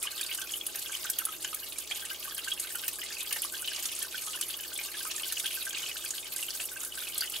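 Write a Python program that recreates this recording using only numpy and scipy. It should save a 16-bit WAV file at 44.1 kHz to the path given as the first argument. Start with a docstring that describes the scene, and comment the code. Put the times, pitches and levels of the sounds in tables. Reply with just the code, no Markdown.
"""A small room with a fish tank: the filter's return flow trickles into the water.
Drops tick on the surface, trapped air bubbles ring briefly and heavier spills slap.
The glass walls and the room echo each one, and the air space over the water resonates.
Underneath run a gurgle and fizz of tiny bubbles, the pump's hum and the filter's low rush."""
import sys
import numpy as np
from scipy import signal
from scipy.fft import rfft, irfft, next_fast_len
from scipy.io import wavfile
from scipy.ndimage import uniform_filter1d, map_coordinates

SR = 44100
rng = np.random.default_rng(int(sys.argv[2]) if len(sys.argv) > 2 else 0)


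def master(y):
    """Save y as 16-bit WAV."""
    cut = np.clip(np.atleast_2d(y).T, -1, 1)
    pcm = np.round(cut * 32767)  # scale
    wavfile.write(sys.argv[1], SR, pcm.astype(np.int16))


N = 326340
EVENT_TIME_S = np.arange(SR // 25) / SR  # time axis of one bubble or burst


def amp(db):
    """Decibels to gain."""
    return 10 ** (np.asarray(db) / 20)


def unit_rms(x):
    """x at rms 1."""
    return x / np.sqrt(np.mean(x ** 2) + 1e-20)


def filtered(x, response):
    """x through a frequency response."""
    size = next_fast_len(N + SR // 4)
    return irfft(rfft(x, size) * response(np.fft.rfftfreq(size, 1 / SR)), size)[..., :N]


def coloured(x, curve):
    """x through an EQ curve on a log frequency axis, at rms 1."""
    freq_hz, gain_db = np.transpose(curve)
    return unit_rms(filtered(x, lambda hz: amp(np.interp(np.log(hz + 1), np.log(freq_hz), gain_db))))


def wobble(knots_per_s):
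    """Smooth random curve."""
    knots = rng.standard_normal(N // 100)
    return map_coordinates(knots, [np.arange(N) * knots_per_s / SR], mode="mirror")


def add(track, start_s, sound):
    """Mix a stereo sound into the track."""
    start = max(round(start_s * SR), 0)
    part = sound[:, :max(N - start, 0)]
    track[:, start:start + part.shape[1]] += part


def echoes(glass_db, room_db, width, glass_t60_s=0.036, room_t60_s=0.13, pan_scatter_db=1):
    """Stereo path from one spot on the water: direct sound, quick echoes off the glass, then the room."""
    t = np.arange(SR // 5) / SR
    glass = amp(-60 * t / glass_t60_s) * (1 - np.exp(-t / 0.00025))
    room = amp(-60 * t / room_t60_s) * (1 - np.exp(-t / 0.005))
    decay = np.hypot(amp(glass_db) * glass / np.linalg.norm(glass),
                     amp(room_db) * room / np.linalg.norm(room))
    mid, side = rng.standard_normal((2, len(t))) * decay
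    mid[0] += 1  # direct sound
    pan_db = rng.normal(0, pan_scatter_db) / 2
    return np.array([amp(pan_db) * (mid + width * side), amp(-pan_db) * (mid - width * side)])


def propagate(sound, path, level_db, window_s):
    """A short sound sent along a path, its loudest window scaled to level_db."""
    stereo = signal.fftconvolve(sound[None], path, axes=1)
    power = uniform_filter1d(stereo.mean(0) ** 2, max(int(window_s * SR), 1))
    return amp(level_db) * stereo / np.sqrt(power.max())


def bubble_ring(pitch_hz, cycles, rise, t):
    """A bubble rings down 60 dB over the given cycles, its pitch rising as it nears the surface."""
    age = pitch_hz * t / cycles
    phase = 2 * np.pi * pitch_hz * t * (1 + rise * np.minimum(age, 1))
    return np.sin(phase) * amp(-60 * age) * (1 - np.exp(-2 * pitch_hz * t))


def swarm(rate_per_s, low_hz, high_hz, cycles, spread_db, width, spots=8):
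    """Many small bubbles ring at random moments from a few spots; most are faint, a few strong."""
    track = np.zeros((2, N))
    t = EVENT_TIME_S[:len(EVENT_TIME_S) // 3]
    for _ in range(spots):
        when, pitch, strength = rng.random((int(rate_per_s * N / SR / spots), 3)).T[..., None]
        gain = amp(spread_db * np.minimum(-np.log(1 - strength), 3))
        tones = gain * bubble_ring(low_hz * (high_hz / low_hz) ** pitch, cycles, rise=0.021, t=t)
        indices = (when * N).astype(int) + np.arange(len(t))
        spot = np.bincount(indices.ravel(), tones.ravel(), N)[:N]
        path = echoes(glass_db=6.0, room_db=2, width=width)
        track += signal.oaconvolve(spot[None], path, axes=1)[:, :N]
    return track


# Trickle strength: time_s, gurgle_db, spray_db
FLOW_LEVELS = [(0.0, -42.5, -40), (0.35, -43.5, -39), (0.7, -52.5, -41), (0.97, -43, -37), (1.35, -50, -43),
               (1.75, -49.5, -41.5), (2.3, -45, -39.5), (2.7, -46, -40), (3.2, -43.5, -38),
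               (3.6, -44.5, -37.5), (4.35, -45, -38), (4.7, -47.5, -39.5), (5.4, -44, -37),
               (5.85, -43, -37.5), (6.05, -45.5, -41), (6.6, -51.5, -36.5), (6.95, -44.5, -41),
               (7.4, -44, -39)]


def flow_db(time_s):
    """Gurgle and spray levels as the flow swells and eases."""
    knots_s, gurgle_db, spray_db = np.transpose(FLOW_LEVELS)
    return {"gurgle": np.interp(time_s, knots_s, gurgle_db),
            "spray": np.interp(time_s, knots_s, spray_db)}


# Gurgle EQ: freq_hz, gain_db
GURGLE_EQ = [(300, -37), (1000, -12), (1400, -14.5), (1900, -14), (2500, -1.5), (3100, -3), (4000, -2.5),
             (5200, -1.5), (6500, -10), (10000, -30)]
# Spray EQ: freq_hz, gain_db
SPRAY_EQ = [(700, -38), (2000, -3), (4500, -12.5), (6200, -10), (7200, -7), (8500, -4), (10700, -2),
            (13000, 2), (14500, 1), (16000, 0.5)]
# Droplet EQ: freq_hz, gain_db
PATTER_EQ = [(300, -24), (900, -11), (1800, -10), (3000, 2), (4500, -8), (6000, -8), (9000, 2),
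             (11500, 1.5), (16000, 4)]


def trickle(gurgle_db=-3.0, spray_db=-2.0, patter_db=-6.5, sputter_db=1.38, sputters_per_s=34):
    """Small bubbles gurgle, spray fizzes, droplets patter; all follow the flow and sputter together."""
    level_db = flow_db(np.arange(N) / SR)
    sputter = amp(sputter_db * wobble(sputters_per_s))
    bubbles = swarm(rate_per_s=320, low_hz=1052, high_hz=6020, cycles=32, spread_db=4.0, width=0.5)
    spray = swarm(rate_per_s=700, low_hz=4000, high_hz=16000, cycles=13.3, spread_db=5.0, width=0.67)
    # droplets too small to trap air click and hardly ring
    patter = swarm(rate_per_s=55, low_hz=3460, high_hz=10500, cycles=4.6, spread_db=3, width=0.57)
    gurgle = amp(gurgle_db) * coloured(bubbles, GURGLE_EQ)
    fizz = amp(spray_db) * coloured(spray, SPRAY_EQ) + amp(patter_db) * coloured(patter, PATTER_EQ)
    return sputter * (amp(level_db["gurgle"]) * gurgle + amp(level_db["spray"]) * fizz)


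# Air space resonances: pitch_hz, bandwidth_hz, gain_db
AIR_MODES = [(841, 54, 8), (1256, 17, 0.5), (1554, 56, 7), (1802, 24, 7.5), (2206, 45, -0.5),
             (2950, 105, -1), (3296, 99, -2), (3660, 32, 3), (4390, 66, -5), (4640, 170, -2.5),
             (6630, 590, -2.5), (8160, 380, -9.5), (10680, 1250, -4.5)]


def air_space(water, gain_db=-4):
    """The air over the water rings on at its own pitches."""
    def response(hz):
        return sum(amp(mode_db) * 1j * hz * band_hz / (pitch_hz ** 2 - hz ** 2 + 1j * hz * band_hz)
                   for pitch_hz, band_hz, mode_db in AIR_MODES)
    return amp(gain_db) * filtered(water, response)


# Rush spectrum, common to both channels: freq_hz, gain_db
RUSH_MID_EQ = [(20, -12), (50, -11), (100, -10.5), (140, -5.5), (210, -10), (280, -3), (350, 3),
               (410, -0.5), (550, -5), (635, 0.5), (745, -8.5), (840, -3.5), (960, -10.5), (1200, -3.5),
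               (2000, -26.5), (8000, -15)]
# Rush spectrum, stereo side: freq_hz, gain_db
RUSH_SIDE_EQ = [(20, -6), (90, -16), (140, 2.5), (220, -5), (400, -8.5), (900, -10.5), (4000, -18)]


def filter_rush(mid_db=-55.0, side_db=-58.0):
    """Low, steady rush of the filter in the room."""
    mid = amp(mid_db) * coloured(rng.standard_normal(N), RUSH_MID_EQ)
    side = amp(side_db) * coloured(rng.standard_normal(N), RUSH_SIDE_EQ)
    return np.array([mid + side, mid - side])


# Pump harmonics: mains_multiple, level_db
PUMP_HARMONICS = [(1, -73), (3, -82), (4, -98), (6, -71.5), (7, -80), (8, -73), (9, -77), (14, -74.5)]


def pump_hum(mains_hz=60, left_db=6.5):
    """The pump hums on multiples of the mains; its lowest note leans left."""
    t = np.arange(N) / SR
    tones = [np.sqrt(2) * amp(level_db) * np.sin(2 * np.pi * (multiple * mains_hz * t + rng.random()))
             for multiple, level_db in PUMP_HARMONICS]
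    return tones[0] * amp([[left_db], [-left_db]]) + sum(tones[1:])


def splash(centre_hz, width_oct, t60_s, attack_s, low_cut_hz=480):
    """Torn water: a brief burst of band noise with no bass."""
    t = EVENT_TIME_S
    hz = np.fft.rfftfreq(len(t), 1 / SR) + 1
    noise = rng.standard_normal(len(t)) * amp(-60 * t / t60_s) * (1 - np.exp(-t / attack_s))
    delayed = np.roll(noise, SR // 1000)  # builds up just after contact
    band = 1 / (1 + (np.log2(hz / centre_hz) / width_oct) ** 2) ** 0.75
    low_cut = 1 / (1 + (low_cut_hz / hz) ** 3)
    return unit_rms(irfft(rfft(delayed) * band * low_cut))


def shed_events(part, rate_per_s, pitch_hz, scatter_oct, over_flow_db, scatter_db):
    """Events the stream sheds at uneven gaps, as loud as its flow: start_s, level_db, pitch_hz."""
    late, strength, detune = rng.standard_normal((int(rate_per_s * N / SR), 3)).T
    start_s = (np.arange(len(late)) + 0.5 + 0.5 * late) / rate_per_s
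    level_db = flow_db(start_s)[part] + over_flow_db + scatter_db * strength
    return list(zip(start_s, level_db, pitch_hz * 2 ** (scatter_oct * detune)))


# Loudest drops: start_s, level_db, snap_hz, low_splash_db
LOUD_DROPS = [(0.026, -21.5, 10200, -25), (0.21, -21, 8550, -0.5), (0.347, -23, 8900, -4),
              (0.415, -24.5, 9400, 1), (0.665, -19.5, 11100, -32), (0.756, -20.5, 11100, -30),
              (1.098, -14.5, 11300, -19), (1.186, -12.5, 10900, -17), (1.251, -16, 10300, -28),
              (1.444, -24, 6400, -1), (1.544, -19, 11500, -30), (1.783, -22.5, 9300, -6),
              (2.597, -21, 9100, -19), (2.753, -22, 10900, -30), (2.879, -14.5, 12600, -5),
              (3.325, -17.5, 10400, -5.5), (3.418, -17.5, 10100, -30), (3.854, -21, 7550, -24),
              (4.025, -19.5, 10200, -7), (4.41, -18, 8950, -7), (5.11, -25, 5200, 5),
              (5.322, -19.5, 10600, -4), (5.396, -21.5, 7960, -7), (5.459, -24, 10300, -3),
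              (6.047, -23.5, 9000, -26), (6.105, -21.5, 7640, -29), (6.361, -23.5, 8500, -22),
              (6.653, -23, 11700, -18), (7.178, -17, 10300, -14), (7.206, -19.5, 11600, -14),
              (7.296, -24.5, 10300, -19)]


def drops(gain_db=-5.5, low_trim_db=-2, usual_low_db=-14):
    """Each drop hits with a bright snap and a slower, lower, mostly weaker splash."""
    track = np.zeros((2, N))
    usual = shed_events("spray", rate_per_s=5.5, pitch_hz=9500, scatter_oct=0.41,
                        over_flow_db=12, scatter_db=1.5)
    for start_s, level_db, snap_hz, low_db in LOUD_DROPS + [(*row, usual_low_db) for row in usual]:
        snap = splash(snap_hz, width_oct=0.32, t60_s=0.0058, attack_s=0.0011)
        low = splash(centre_hz=3800, width_oct=0.79, t60_s=0.019, attack_s=0.0022)
        drop = snap + amp(low_db + low_trim_db) * low
        path = echoes(glass_db=5.0, room_db=-5.5, width=0.58)
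        add(track, start_s, propagate(drop, path, level_db + gain_db, window_s=0.00052))
    return track


# Loudest bubbles: start_s, level_db, pitch_hz
LOUD_BUBBLES = [(0.052, -44, 1160), (0.07, -33, 2960), (0.23, -36, 3700), (0.313, -34, 2970),
                (0.538, -31.5, 3060), (0.61, -35.5, 3290), (0.86, -37, 3280), (0.949, -34.5, 3100),
                (1.048, -41.5, 1456), (1.186, -38.5, 3090), (1.217, -43.5, 1330), (1.268, -41, 1350),
                (1.285, -41, 1260), (1.446, -33.5, 3000), (1.448, -40, 1610), (1.528, -42.5, 1257),
                (1.911, -33.5, 2420), (1.919, -33, 3280), (2.11, -43, 1560), (2.276, -43.5, 1146),
                (2.473, -39, 1576), (2.517, -30, 3270), (2.749, -42, 1410), (3.325, -34, 2840),
                (3.36, -40, 1854), (3.446, -42, 1180), (3.681, -30, 2960), (4.143, -40, 1500),
                (4.273, -43.5, 1243), (4.426, -36, 3050), (4.541, -34.5, 3300), (4.761, -36, 3380),
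                (4.789, -34.5, 2380), (4.943, -43.5, 1690), (5.051, -43, 1265), (5.233, -33.5, 3060),
                (5.369, -36, 2950), (5.458, -31.5, 3320), (5.668, -38.5, 1555), (5.771, -38.5, 2530),
                (5.831, -38, 3030), (5.914, -37.5, 2910), (6.427, -35, 2740), (6.483, -36.5, 3060),
                (6.599, -37, 2650), (6.762, -43, 1580), (7.208, -31.5, 4740), (7.221, -37.5, 1476),
                (7.341, -37.5, 3060)]
# Usual bubble sizes: rate_per_s, pitch_hz, scatter_oct, over_flow_db
USUAL_BUBBLES = [(7.5, 1582, 0.1, -2), (13, 3040, 0.2, 4), (4, 4640, 0.15, 2.5)]


def large_bubbles(gain_db=1.5, median_cycles=38, pinch_db=-17, pinch_ratio=1.36):
    """Single bubbles pinch off with a small splash and ring: a few loud ones among many usual ones."""
    track = np.zeros((2, N))
    usual = [row for size in USUAL_BUBBLES for row in shed_events("gurgle", *size, scatter_db=1.1)]
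    for start_s, level_db, pitch_hz in LOUD_BUBBLES + usual:
        cycles = median_cycles * np.exp(0.18 * rng.standard_normal())
        tone = unit_rms(bubble_ring(pitch_hz, cycles, rise=0.014, t=EVENT_TIME_S))
        pinch = splash(pitch_hz * pinch_ratio, width_oct=0.67, t60_s=0.0099, attack_s=0.001)
        bubble = tone + amp(pinch_db) * pinch
        path = echoes(glass_db=4.5, room_db=-3.5, width=0.46)
        add(track, start_s, propagate(bubble, path, level_db + gain_db, window_s=0.0066))
    return track


# Heavier spills: start_s, level_db
HEAVY_SPILLS = [(0.747, -42.5), (1.909, -43), (3.114, -55), (3.361, -40.5), (3.781, -42.5), (4.809, -42.5),
                (5.88, -48), (6.597, -44)]


def spills(slap_db=-9.0, spatter_db=3.0):
    """A heavier spill hits the surface with a soft, low slap and spatters."""
    track = np.zeros((2, N))
    for start_s, level_db in HEAVY_SPILLS:
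        path = echoes(glass_db=1.5, room_db=2.5, width=0.48)
        slap = splash(centre_hz=600, width_oct=0.51, t60_s=0.02, attack_s=0.0018)
        spatter = splash(centre_hz=2300, width_oct=0.61, t60_s=0.021, attack_s=0.00083)
        add(track, start_s, propagate(slap, path, level_db + slap_db, window_s=0.012))
        add(track, start_s, propagate(spatter, path, level_db + spatter_db, window_s=0.0027))
    return track


def scene(water_db=-1, right_db=0.5):
    """Water falls slightly right of the microphone, over the rush and the hum."""
    water = amp(water_db) * (large_bubbles() + drops() + spills() + trickle())
    balance = amp([[-right_db], [right_db]])
    return (water + air_space(water) + filter_rush()) * balance + pump_hum()


def record(dry, rolloff_hz=15500, band_limit_hz=15780):
    """The microphone dulls the highest treble; nothing passes above the band limit."""
    return filtered(dry, lambda hz: (hz < band_limit_hz) / np.sqrt(1 + (hz / rolloff_hz) ** 8))


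dry = scene()
out = record(dry)
master(out)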